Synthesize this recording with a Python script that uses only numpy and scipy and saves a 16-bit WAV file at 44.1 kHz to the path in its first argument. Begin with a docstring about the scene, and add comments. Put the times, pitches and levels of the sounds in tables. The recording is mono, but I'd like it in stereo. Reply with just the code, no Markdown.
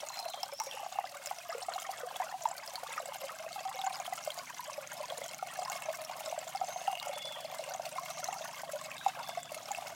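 """Garden fountain and clay pot

Thin streams of water fall from a garden fountain into a clay pot and a shallow pond.
Trapped air gulps and gurgles as ringing tones; small bubbles plink and short bursts of noise patter.
Far birds whistle in gliding tones, over a hiss of filtered noise and a distant engine of steady
tones and rumble that grows for most of the scene."""
import sys
import numpy as np
from scipy import signal
from scipy.fft import rfft, irfft, next_fast_len
from scipy.io import wavfile
from scipy.ndimage import map_coordinates

SR = 44100
rng = np.random.default_rng(int(sys.argv[2]) if len(sys.argv) > 2 else 0)


def dump_mix(stems):
    """Bounce the given channels to the path in sys.argv[1] as a 16-bit WAV at rate SR."""
    frames = np.atleast_2d(stems).T  # one column per channel
    limited = np.clip(frames, -1, 1)  # hard clip at full scale
    pcm = np.round(limited * 32767).astype(np.int16)
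    wavfile.write(sys.argv[1], SR, pcm)


N = 438794  # samples in the scene

# The larger bubbles in the pot, before trims of level and pitch bends:
# [t/s, peak level/dB, f/Hz, life/s]
LARGE_BUBBLES = [(0.033, -31.5, 727, 0.0029), (0.193, -36.5, 760, 0.017), (0.2566, -31.5, 678, 0.014),
                 (0.3394, -31.5, 753, 0.0092), (0.4321, -29.5, 764, 0.011), (0.6035, -29, 880, 0.0087),
                 (0.617, -32, 930, 0.005), (0.742, -37.5, 520, 0.0075), (0.7724, -33, 809, 0.0045),
                 (0.83, -32, 688, 0.01), (0.8623, -29.5, 734, 0.0073), (0.955, -35, 751, 0.01),
                 (0.9865, -20, 744, 0.006), (1.0408, -29.5, 734, 0.0086), (1.311, -25, 746, 0.006),
                 (1.49, -34.5, 662, 0.017), (1.5235, -34, 1224, 0.0073), (1.548, -30, 477, 0.0088),
                 (1.5803, -35, 525, 0.0085), (1.684, -26, 702, 0.0066), (1.758, -30.5, 748, 0.013),
                 (1.78, -30.5, 1090, 0.0041), (1.8909, -31, 755, 0.014), (2.032, -34, 490, 0.015),
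                 (2.111, -33, 813, 0.006), (2.16, -36, 757, 0.009), (2.2, -25, 753, 0.011),
                 (2.219, -26.5, 930, 0.0064), (2.3245, -33, 760, 0.0033), (2.34, -34, 750, 0.022),
                 (2.4545, -20.5, 910, 0.0092), (2.512, -31.5, 750, 0.006), (2.778, -38, 934, 0.01),
                 (2.832, -28.5, 638, 0.0045), (2.978, -27, 1250, 0.0078), (2.9996, -31.5, 645, 0.0069),
                 (3.055, -37, 695, 0.0089), (3.121, -33.5, 824, 0.0028), (3.217, -38.5, 538, 0.01),
                 (3.239, -32.5, 549, 0.011), (3.294, -34.5, 1283, 0.011), (3.4635, -33, 608, 0.0075),
                 (3.58, -36, 743, 0.022), (3.6515, -32.5, 767, 0.021), (3.744, -40, 524, 0.017),
                 (3.789, -33.5, 784, 0.015), (3.837, -32, 770, 0.017), (3.865, -27.0, 770, 0.014),
                 (3.9056, -33.5, 727, 0.0079), (3.999, -32.5, 726, 0.012), (4.077, -33.5, 706, 0.012),
                 (4.124, -28.5, 730, 0.01), (4.274, -25.5, 627, 0.0067), (4.375, -33, 690, 0.0071),
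                 (4.593, -34, 980, 0.0081), (4.697, -33.5, 1020, 0.006), (4.778, -34, 589, 0.016),
                 (5.0032, -32, 586, 0.012), (5.122, -29.5, 652, 0.005), (5.1825, -38, 503, 0.011),
                 (5.215, -31.5, 570, 0.0068), (5.2576, -37, 660, 0.0082), (5.4254, -25.5, 723, 0.0059),
                 (5.5896, -27, 686, 0.0057), (5.616, -33, 743, 0.019), (5.657, -32.5, 840, 0.004),
                 (5.68, -35, 1014, 0.0077), (5.7008, -34.5, 793, 0.017), (5.719, -34.5, 723, 0.0075),
                 (5.755, -31, 655, 0.0056), (5.8855, -27.5, 626, 0.0093), (5.901, -30, 640, 0.007),
                 (6.096, -30, 698, 0.0055), (6.11, -37, 900, 0.014), (6.275, -32.5, 600, 0.01),
                 (6.325, -28, 661, 0.0094), (6.3433, -37, 690, 0.0095), (6.377, -29.5, 614, 0.012),
                 (6.5485, -31.5, 784, 0.018), (6.6127, -25.5, 745, 0.01), (6.6369, -31, 690, 0.0073),
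                 (6.691, -36.5, 656, 0.019), (6.7597, -30.5, 696, 0.0087), (6.877, -23, 784, 0.011),
                 (6.897, -34.5, 778, 0.025), (6.928, -29, 728, 0.0093), (7.0696, -28, 682, 0.0053),
                 (7.092, -32.5, 575, 0.014), (7.116, -36.5, 777, 0.012), (7.246, -39, 597, 0.013),
                 (7.446, -37, 628, 0.014), (7.524, -30.5, 684, 0.0058), (7.592, -30, 636, 0.0089),
                 (7.675, -38, 593, 0.015), (7.705, -38.5, 682, 0.017), (7.7475, -30, 710, 0.0073),
                 (7.796, -28, 660, 0.0062), (7.863, -35.0, 653, 0.012), (7.959, -33.5, 754, 0.009),
                 (7.982, -29.5, 1043, 0.011), (8.285, -26, 755, 0.0087), (8.325, -29.5, 776, 0.011),
                 (8.36, -36, 766, 0.016), (8.408, -34.5, 620, 0.014), (8.6337, -30, 700, 0.0044),
                 (8.689, -34, 590, 0.0095), (8.733, -34, 587, 0.016), (8.7475, -34, 590, 0.022),
                 (9.0622, -19, 777, 0.0089), (9.08, -35, 740, 0.015), (9.171, -36.5, 567, 0.011),
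                 (9.199, -36.5, 940, 0.012), (9.2907, -27.5, 706, 0.0049), (9.3724, -27, 690, 0.0099),
                 (9.517, -34, 596, 0.011), (9.565, -37, 620, 0.012), (9.7066, -29, 794, 0.013),
                 (9.784, -30, 707, 0.008)]
# Tone colour of the spray, relative: [f/Hz, level/dB]
SPRAY_COLOUR = [(500, -27), (1500, 8), (2700, -8.5), (4000, -2.5), (7000, 4), (9000, -0.5), (12000, -4),
                (16000, 0.5)]


def amp(db):
    """Turn decibels into a gain."""
    return 10 ** (np.asarray(db) / 20)


def unit(x):
    """Scale to an average strength (rms) of 1."""
    return x / np.sqrt(np.mean(x ** 2) + 1e-20)


def along(points, hz):
    """Read a table of (frequency, value) at any frequency, on a log axis."""
    f, v = np.transpose(points)
    return np.interp(np.log(hz + 1), np.log(f + 1), v)


def curves(rows):
    """Draw one value per sample for each column after the time."""
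    s, *columns = np.transpose(rows)
    t = np.arange(N) / SR
    return [np.interp(t, s, column) for column in columns]


def wobble(rate):
    """A smooth random curve through rate random points a second."""
    points = rng.standard_normal(int(N * rate / SR) + 4)
    return map_coordinates(points, [np.arange(N) * rate / SR])


def filtered(x, response):
    """Make each frequency of x louder or softer by response(frequency)."""
    m = next_fast_len(N + SR // 2)
    hz = np.fft.rfftfreq(m, 1 / SR)
    return irfft(rfft(x, m) * response(hz), m)[..., :N]


def stereo_shares(hz):
    """Gains of the shared and the opposed part: near mono in the bass, wide in the treble."""
    # How alike left and right are: [f/Hz, likeness (1 = the same)]
    likeness = [(100, 1), (600, 0.85), (1200, 0.45), (2500, 0.28), (5000, 0.42), (9000, 0.017)]
    turn = np.arccos(np.clip(along(likeness, hz), -1, 1)) / 2
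    return np.array([np.cos(turn), np.sin(turn)])


def noise(spectrum):
    """Stereo noise with the given tone colour, scaled to rms 1."""
    def response(hz):
        return amp(along(spectrum, hz)) * stereo_shares(hz)

    mid, side = filtered(rng.standard_normal((2, N)), response)
    return unit(np.array([mid + side, mid - side]))


def echo(x, decay, size, count):
    """Blurred echoes: noise tails in which each frequency dies at its own speed.
    The scene is cut into count stretches, each with its own random tail, as the sources move."""
    hz, t, z = signal.stft(rng.standard_normal((count, 2, size)), SR, nperseg=128)
    fade = amp(-60 * t / along(decay, hz)[:, None])
    z = z * fade * stereo_shares(hz)[:, :, None]
    tails = signal.istft(z, SR, nperseg=128)[1]
    out, hop = np.zeros((2, 2 * N)), N // count + 1
    for k, (mid, side) in enumerate(tails):
        late = np.arange(len(mid)) > SR // 1500  # a short silence before the echo
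        tail = np.array([mid + side, mid - side]) * late
        stretch = x[:, k * hop:(k + 1) * hop]
        wet = signal.fftconvolve(stretch, tail / np.linalg.norm(tail[0]), axes=1)
        out[:, k * hop:][:, :wet.shape[1]] += wet
    return out[:, :N]


def bubbles(s, db, hz, life, glide, hold, spread, size, sag=0, linger=0):
    """Stereo sum of bubbles, each a short tone of bending pitch from trapped air.
    glide: pitch rise per life; hold > 1 delays the decay; sag: how far above its pitch
    a bubble starts; linger: share that rings on; spread: left-right unlikeness."""
    t = np.arange(size) / SR
    chance = rng.standard_normal((len(s), 3))
    hz, age = hz[:, None], t / life[:, None]
    # the pitch settles as the bubble pinches off, then on average rises as it nears the surface
    settling = sag * np.exp(-hz * t / 0.6)
    rising = glide * (1 + chance[:, :1]) * (np.minimum(age, 3) - .5)
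    phase = 2 * np.pi * np.cumsum(hz * (1 + settling + rising), axis=1) / SR
    onset = 1 - np.exp(-(1.01 * hz * t) ** 2)
    decay = np.exp(-age ** hold) + linger * np.exp(-t / 0.015)
    shape = onset * decay * (1 - (t / t[-1]) ** 4)  # the last factor ends in silence
    shape *= amp(db)[:, None] / (shape.max(axis=1, keepdims=True) + 1e-9)
    # short waves arrive left and right with unlike phase and strength
    apart = spread * np.minimum(hz / 7000, 1.3) ** 0.91
    starts = np.maximum(s * SR, 0).astype(int)
    index = (starts[:, None] + np.arange(size)).ravel()
    channels = []
    for side in (1, -1):
        strength = amp(side * apart * chance[:, 1:2])
        wave = shape * strength * np.sin(phase + side * apart * chance[:, 2:])
        channels.append(np.bincount(index, wave.ravel(), N)[:N])
    return np.array(channels)


def swarm(impacts, count, delay, low_hz, high_hz, cycles, scatter_db, size):
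    """Every impact leaves count bubbles of random pitch and strength soon after it; rms 1."""
    s, force_db = np.repeat(impacts, count, axis=0).T
    pitch, strength, length, wait = rng.random((len(s), 4)).T
    hz = np.minimum(low_hz * (high_hz / low_hz) ** pitch, SR / 2.5)
    life = cycles * 2 ** (2 * length - 1) / hz  # from half to twice the usual cycles
    db = force_db + scatter_db * strength ** 2
    s = s - delay * np.log(1 - wait)
    return unit(bubbles(s, db, hz, life, glide=.02, hold=1.4, spread=.9, size=size))


def moments(count):
    """Random times over the whole scene."""
    return rng.uniform(0, N / SR, count)


def landings(count, scatter_db):
    """Lumps of water landing at random with uneven force: (time in s, force in dB)."""
    return np.column_stack([moments(count), scatter_db * rng.random(count) ** 2])


def staggered(count):
    """Times at which a stream breaks into lumps: one at random in each of count equal slots."""
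    return (np.arange(count) + rng.random(count)) / count * (N - 1) / SR


def splashes(s, db, fade, spectrum):
    """A burst of noise at each time, dying away with the time constant fade in seconds."""
    entries = np.bincount((s * SR).astype(int), amp(db), N)[:N]
    burst = np.exp(-np.arange(SR // 30) / SR / fade)
    return signal.fftconvolve(entries, burst)[:N] * noise(spectrum)


def wash():
    """The soft hiss of water and leaves: coloured noise that wavers in level."""
    # Relative tone colour: [f/Hz, level/dB]
    hiss_colour = [(200, -37), (350, -8.5), (450, -12), (700, -14), (1100, -1), (1800, -5), (2700, -2),
                   (3800, -3), (6500, -3), (9000, -6), (16000, -11.5)]
    return amp(-55 + 1.76 * wobble(12)) * noise(hiss_colour)


def engine():
    """A far engine: tones at multiples of a wandering turning rate, within low noise."""
    # Rise and fall of the engine, before the rumble's trim: [t/s, hum level/dB, rumble level/dB]
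    engine_course = [(0, -79, -73), (1.5, -78, -73.5), (2.5, -74, -72), (4.5, -70.5, -71), (5.5, -68, -70),
                     (7.5, -69.5, -70.5), (8.2, -66.5, -71), (9, -66, -68.5), (9.95, -72, -65.5)]
    # Relative tone colour of the rumble: [f/Hz, level/dB]
    rumble_colour = [(20, -28), (40, -18), (70, -15), (100, -3.5), (150, -2), (200, -5.5), (260, -3.5),
                     (350, -11.5), (600, -44), (1200, -56)]
    # Relative strength of the tones: [multiple of the turning rate, level/dB]
    engine_tones = [(4, -19), (5, -8), (6, -2), (7, -5), (8, -9), (9, -11.5), (10, -11), (11, -18.5)]
    turning_hz, rumble_trim_db = 25.22, 0.5
    hum_db, rumble_db = curves(engine_course)
    turns = np.cumsum(turning_hz * (1 + 0.00608 * wobble(2))) / SR
    hum = 0
    for order, db in engine_tones:
        tone = np.sin(2 * np.pi * (order * turns + rng.random()))
        hum = hum + amp(db + 1.7 * wobble(3)) * tone
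    return amp(rumble_db + rumble_trim_db) * noise(rumble_colour) + amp(hum_db) * unit(hum)


def birds():
    """Gliding whistles, some raspy, fluttering in strength and smeared by the trees."""
    # Far whistles, before flutter and mixing:
    # [t/s, length/s, start f/Hz, middle f/Hz, end f/Hz, level/dB, rasp (share of pitch)]
    whistles = [(.105, .21, 4110, 4130, 4020, -52, .011), (.298, .05, 4000, 3700, 3300, -52, .008),
                (.328, .09, 3300, 3180, 3230, -54, .01), (.51, .05, 5200, 5350, 5550, -56.5, .016),
                (.555, .11, 5620, 5640, 5620, -52.5, .014), (.70, .09, 2950, 2820, 2860, -54.5, .055),
                (.92, .11, 2900, 2680, 2580, -54.5, .06), (6.62, .18, 6100, 6380, 6450, -53.5, .022),
                (6.85, .22, 2790, 2840, 2940, -54, .022), (7.11, .15, 3475, 3460, 3445, -49, .007),
                (7.255, .095, 3410, 3450, 3420, -55.5, .012), (7.33, .05, 3420, 3230, 2780, -50.5, .008),
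                (7.99, .52, 5900, 6200, 6300, -56.5, .06), (8.95, .11, 3600, 3780, 3740, -56, .03),
                (9.20, .12, 3600, 3510, 3480, -55, .022), (9.37, .11, 3620, 3400, 3330, -60, .035)]
    # Time for the forest's echo to fall 60 dB: [f/Hz, time/s]
    forest_decay = [(500, 0.83), (3000, 0.7), (7000, 0.75)]
    song, waver = np.zeros(N + SR), wobble(260)
    for s, length, start_hz, middle_hz, end_hz, db, rasp in whistles:
        u = np.linspace(0, 1, int(length * SR))
        first = int(s * SR)
        hz = np.interp(u, [0, .5, 1], [start_hz, middle_hz, end_hz])
        hz *= 1 + rasp * waver[first:][:len(u)]
        tone = np.sin(2 * np.pi * np.cumsum(hz) / SR)
        song[first:][:len(u)] += amp(db) * signal.windows.tukey(len(u), .3) * tone
    song = np.array([song[:N], song[:N]]) * amp(2 * wobble(35))
    return amp(1.5) * song + amp(4.5) * echo(song, forest_decay, size=SR, count=1)


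def yard(x):
    """The yard returns short echoes of the water."""
    # Time for the yard's echo to fall 60 dB: [f/Hz, time/s]
    yard_decay = [(300, 0.099), (1000, 0.08), (4000, 0.059), (14000, 0.046)]
    return echo(x, yard_decay, size=SR // 5, count=30)


def clay_walls(x):
    """The pot and the wall behind it scatter the treble within a few milliseconds."""
    # Time for the scattered sound to fall 60 dB: [f/Hz, time/s]
    clay_decay = [(1000, 0.044), (12000, 0.021)]
    treble = filtered(x, lambda hz: hz ** 2 / (hz ** 2 + 2200 ** 2))
    return echo(treble, clay_decay, size=1024, count=120)


def pot(x):
    """The air in the clay pot rings at its own pitches, like breath over a jar."""
    # Air resonances of the pot: [f/Hz, width/Hz, level/dB]
    resonances = [(631, 23, 4), (729, 69, 4.5), (1260, 240, -16.5), (2166, 44, 6.5), (2660, 173, 1.5)]

    def response(f):
        return sum(amp(db) * 1j * f * width / (centre * centre - f * f + 1j * f * width)
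                   for centre, width, db in resonances)

    return filtered(x, response)


def spray(impacts):
    """Each impact throws a cluster of droplets that land as ticks and fizz; separate ones smack sharply."""
    # Relative tone colour of the smacks: [f/Hz, level/dB]
    smack_colour = [(1500, -8), (3000, -14), (6000, -1), (10000, -2.5), (16000, -7)]

    def coloured(x):
        return unit(filtered(x, lambda hz: amp(along(SPRAY_COLOUR, hz))))

    fizz = swarm(impacts, count=3, delay=.003, low_hz=2342, high_hz=14800,
                 cycles=8.1, scatter_db=9.0, size=300)
    ticks = swarm(impacts, count=7, delay=.003, low_hz=2650, high_hz=13500,
                  cycles=0.73, scatter_db=22.0, size=80)
    s, force_db = landings(count=330, scatter_db=16).T
    smacks = unit(splashes(s, force_db, fade=0.0033, spectrum=smack_colour))
    return amp(7.5) * coloured(fizz) + amp(0.5) * coloured(ticks) + amp(4.0) * smacks


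def plinks():
    """Single drops smack the water, trap tiny bubbles that ring briefly, and stir the pot."""
    # The sharpest drops on the pond, before trims and pitch bends: [t/s, peak level/dB, f/Hz]
    sharp_drops = [(0.0868, -27.5, 6550), (0.1717, -33, 5100), (0.191, -27.5, 5060), (0.336, -33.5, 3340),
                   (0.4316, -21, 5120), (0.6, -22, 5650), (0.712, -32, 3220), (1.2596, -20.5, 7300),
                   (1.272, -25.5, 5200), (1.386, -32, 5510), (1.5818, -29.5, 7740), (1.6262, -31.5, 5460),
                   (1.737, -29, 4160), (1.7998, -27.5, 7300), (2.16, -32.5, 3360), (2.4877, -31, 7300),
                   (2.58, -32, 4500), (2.6763, -30, 5000), (2.7565, -23.5, 4400), (2.9373, -33.5, 2500),
                   (3.0574, -25, 7640), (3.1378, -37, 3100), (3.3872, -31.5, 5640), (3.5293, -32, 4400),
                   (3.8154, -27.5, 3520), (3.9562, -30, 4980), (4.0004, -31, 6550), (4.0632, -31, 3210),
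                   (4.158, -31, 7840), (4.3038, -29, 3240), (4.3887, -31, 4700), (4.8735, -32, 6500),
                   (4.9184, -33.5, 6630), (5.1013, -30, 3340), (5.1817, -29, 9600), (5.2417, -27.5, 6600),
                   (5.2817, -30, 7300), (5.3455, -30, 6360), (5.6506, -30, 5040), (5.6992, -25, 6640),
                   (5.822, -32, 2620), (6.0164, -27.5, 9500), (6.0492, -29, 5650), (6.3121, -38, 2750),
                   (6.559, -31.5, 5150), (6.8737, -31, 2860), (6.9532, -29, 2800), (6.974, -32, 2850),
                   (6.999, -27.5, 3940), (8.2427, -19.5, 6020), (8.8134, -31.5, 7600), (8.9153, -30, 2570),
                   (8.981, -31.5, 3750), (9.431, -31, 7560), (9.5452, -26.5, 9900), (9.7166, -26, 6700),
                   (9.7482, -29, 2650)]
    s, db, hz = np.transpose(sharp_drops)
    life = 5.8 / hz  # a bubble lasts about this many cycles of its pitch
    ring = bubbles(s, db - 0.5, hz, life, glide=.025, hold=1.3, spread=.6, size=500, linger=.05)
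    splash = splashes(s, db, fade=0.0017, spectrum=SPRAY_COLOUR)
    return ring + amp(-9.5) * splash + amp(1) * pot(splash)


def churn(impacts, ringing_db, small_db):
    """A mesh of lesser bubbles tumbles in and around the pot, and the patter keeps its air ringing."""
    tumbling = landings(count=1100, scatter_db=12.5)
    low = swarm(tumbling, count=1, delay=0.003, low_hz=550.7, high_hz=1165,
                cycles=6.4, scatter_db=12.5, size=1400)
    middle = swarm(tumbling, count=4, delay=.008, low_hz=974, high_hz=3367,
                   cycles=9.8, scatter_db=13.5, size=850)
    patter = swarm(impacts, count=3, delay=.003, low_hz=752, high_hz=3740,
                   cycles=0.76, scatter_db=14, size=150)
    ringing = unit(pot(patter + .5 * patter[::-1]))  # each side hears some of the other
    return amp(-53) * low + amp(small_db) * middle + amp(ringing_db) * ringing


def gurgle():
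    """Each lump of the stream traps a lesser bubble near the gurgle's pitch; rows like LARGE_BUBBLES."""
    # Path of the gurgle as the pocket of air under the stream swells and shrinks,
    # before the shifts and scatter below: [t/s, f/Hz, level/dB]
    gurgle_course = [(0.0, 760, -45), (0.29, 740, -41), (0.58, 870, -62), (0.81, 803, -40.5),
                     (1.1, 720, -43.5), (1.63, 662, -41.5), (1.97, 764, -45), (2.09, 760, -37),
                     (2.9, 561, -50), (3.6, 750, -38.5), (4.59, 687, -55), (5.22, 569, -39.5),
                     (5.401, 682, -44), (5.63, 742, -40), (5.921, 693, -51), (6.33, 595, -38),
                     (6.439, 670, -58), (6.91, 736, -39.5), (7.08, 648, -46), (8.65, 688, -43.5),
                     (9.061, 717, -49.5), (9.95, 700, -40.5)]
    peak_db, scatter_db = -1, 3.5  # a bubble's peak over the path; its spread
    settle_octaves, scatter_octaves = 0.06, .11  # shift below the path's pitch; its spread
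    life_s, life_octaves = 0.013, 0.49  # usual life of a bubble; its spread
    gap_s = 0.012  # no lesser bubble forms this near a large one
    s = staggered(count=260)
    knots, pitch_hz, level_db = np.transpose(gurgle_course)
    strength, pitch, life = np.clip(rng.standard_normal((len(s), 3)), -2, 2).T
    db = np.interp(s, knots, level_db) + peak_db + scatter_db * strength
    hz = np.interp(s, knots, pitch_hz) * 2 ** (scatter_octaves * pitch - settle_octaves)
    rows = np.column_stack([s, db, hz, life_s * 2 ** (life_octaves * life)])
    distance_s = np.abs(s[:, None] - np.array(LARGE_BUBBLES)[:, 0]).min(axis=1)
    return rows[distance_s > gap_s]


def gulps():
    """The stream drags bubbles under; each tears off a smaller twin, splashes a little and rings the pot."""
    s, db, hz, life = np.vstack([LARGE_BUBBLES, gurgle()]).T
    ring = bubbles(s, db - .5, hz, life, glide=0.053, hold=3.8, spread=0.75, size=2200,
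                   sag=0.71, linger=0.32)
    # a twin is about half an octave higher, softer and shorter
    twin_hz = hz * 2 ** (0.532 + 0.212 * rng.standard_normal(len(s)))
    twins = bubbles(s, db - 12.5, twin_hz, 0.65 * life, glide=0.052, hold=2.1, spread=0.9, size=1200)
    splash = splashes(s, db, fade=0.0022, spectrum=SPRAY_COLOUR)
    return ring + twins + amp(-26.0) * splash + amp(-3) * pot(splash)


def scene():
    """The fountain ahead, its spray slightly to the right, the forest around."""
    # The fall of water, as levels before mixing:
    # [t/s, spray level/dB, pot ringing level/dB, small bubbles level/dB]
    flow = [(0, -59.5, -52.5, -57.5), (1, -63, -65, -55), (1.7, -60, -55, -52.5), (2.3, -61.5, -64, -52.5),
            (3.2, -61, -53.5, -52), (3.85, -59.5, -54, -53.5), (4.7, -61, -59, -52.5),
            (5.6, -60, -50.5, -53), (6.5, -60.5, -52.5, -54), (7.5, -61, -52, -56),
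            (8.3, -60.5, -52.5, -52), (9, -61.5, -54.5, -52.5), (9.9, -62, -53, -56)]
    spray_db, ringing_db, small_db = curves(flow)
    impacts = landings(count=1000, scatter_db=11)
    drops = (plinks() + amp(spray_db) * spray(impacts)) * amp([[-1], [1]])  # to the right
    tumble = churn(impacts, ringing_db, small_db) * amp([[.5], [-.5]])  # a little to the left
    water = gulps() + tumble + drops
    water = water + amp(-6.0) * clay_walls(water) + amp(-9.0) * yard(water)
    # so small a body of water radiates almost no bass
    water = filtered(water, lambda hz: 1 / np.sqrt(1 + (420 / (hz + 1)) ** 8))
    return water + birds() + wash() + engine()


def record(dry):
    """Remove everything from the top frequency limit upward."""
    top_hz = 16100
    return filtered(dry, lambda hz: hz < top_hz)


dry = scene()
out = record(dry)
dump_mix(out)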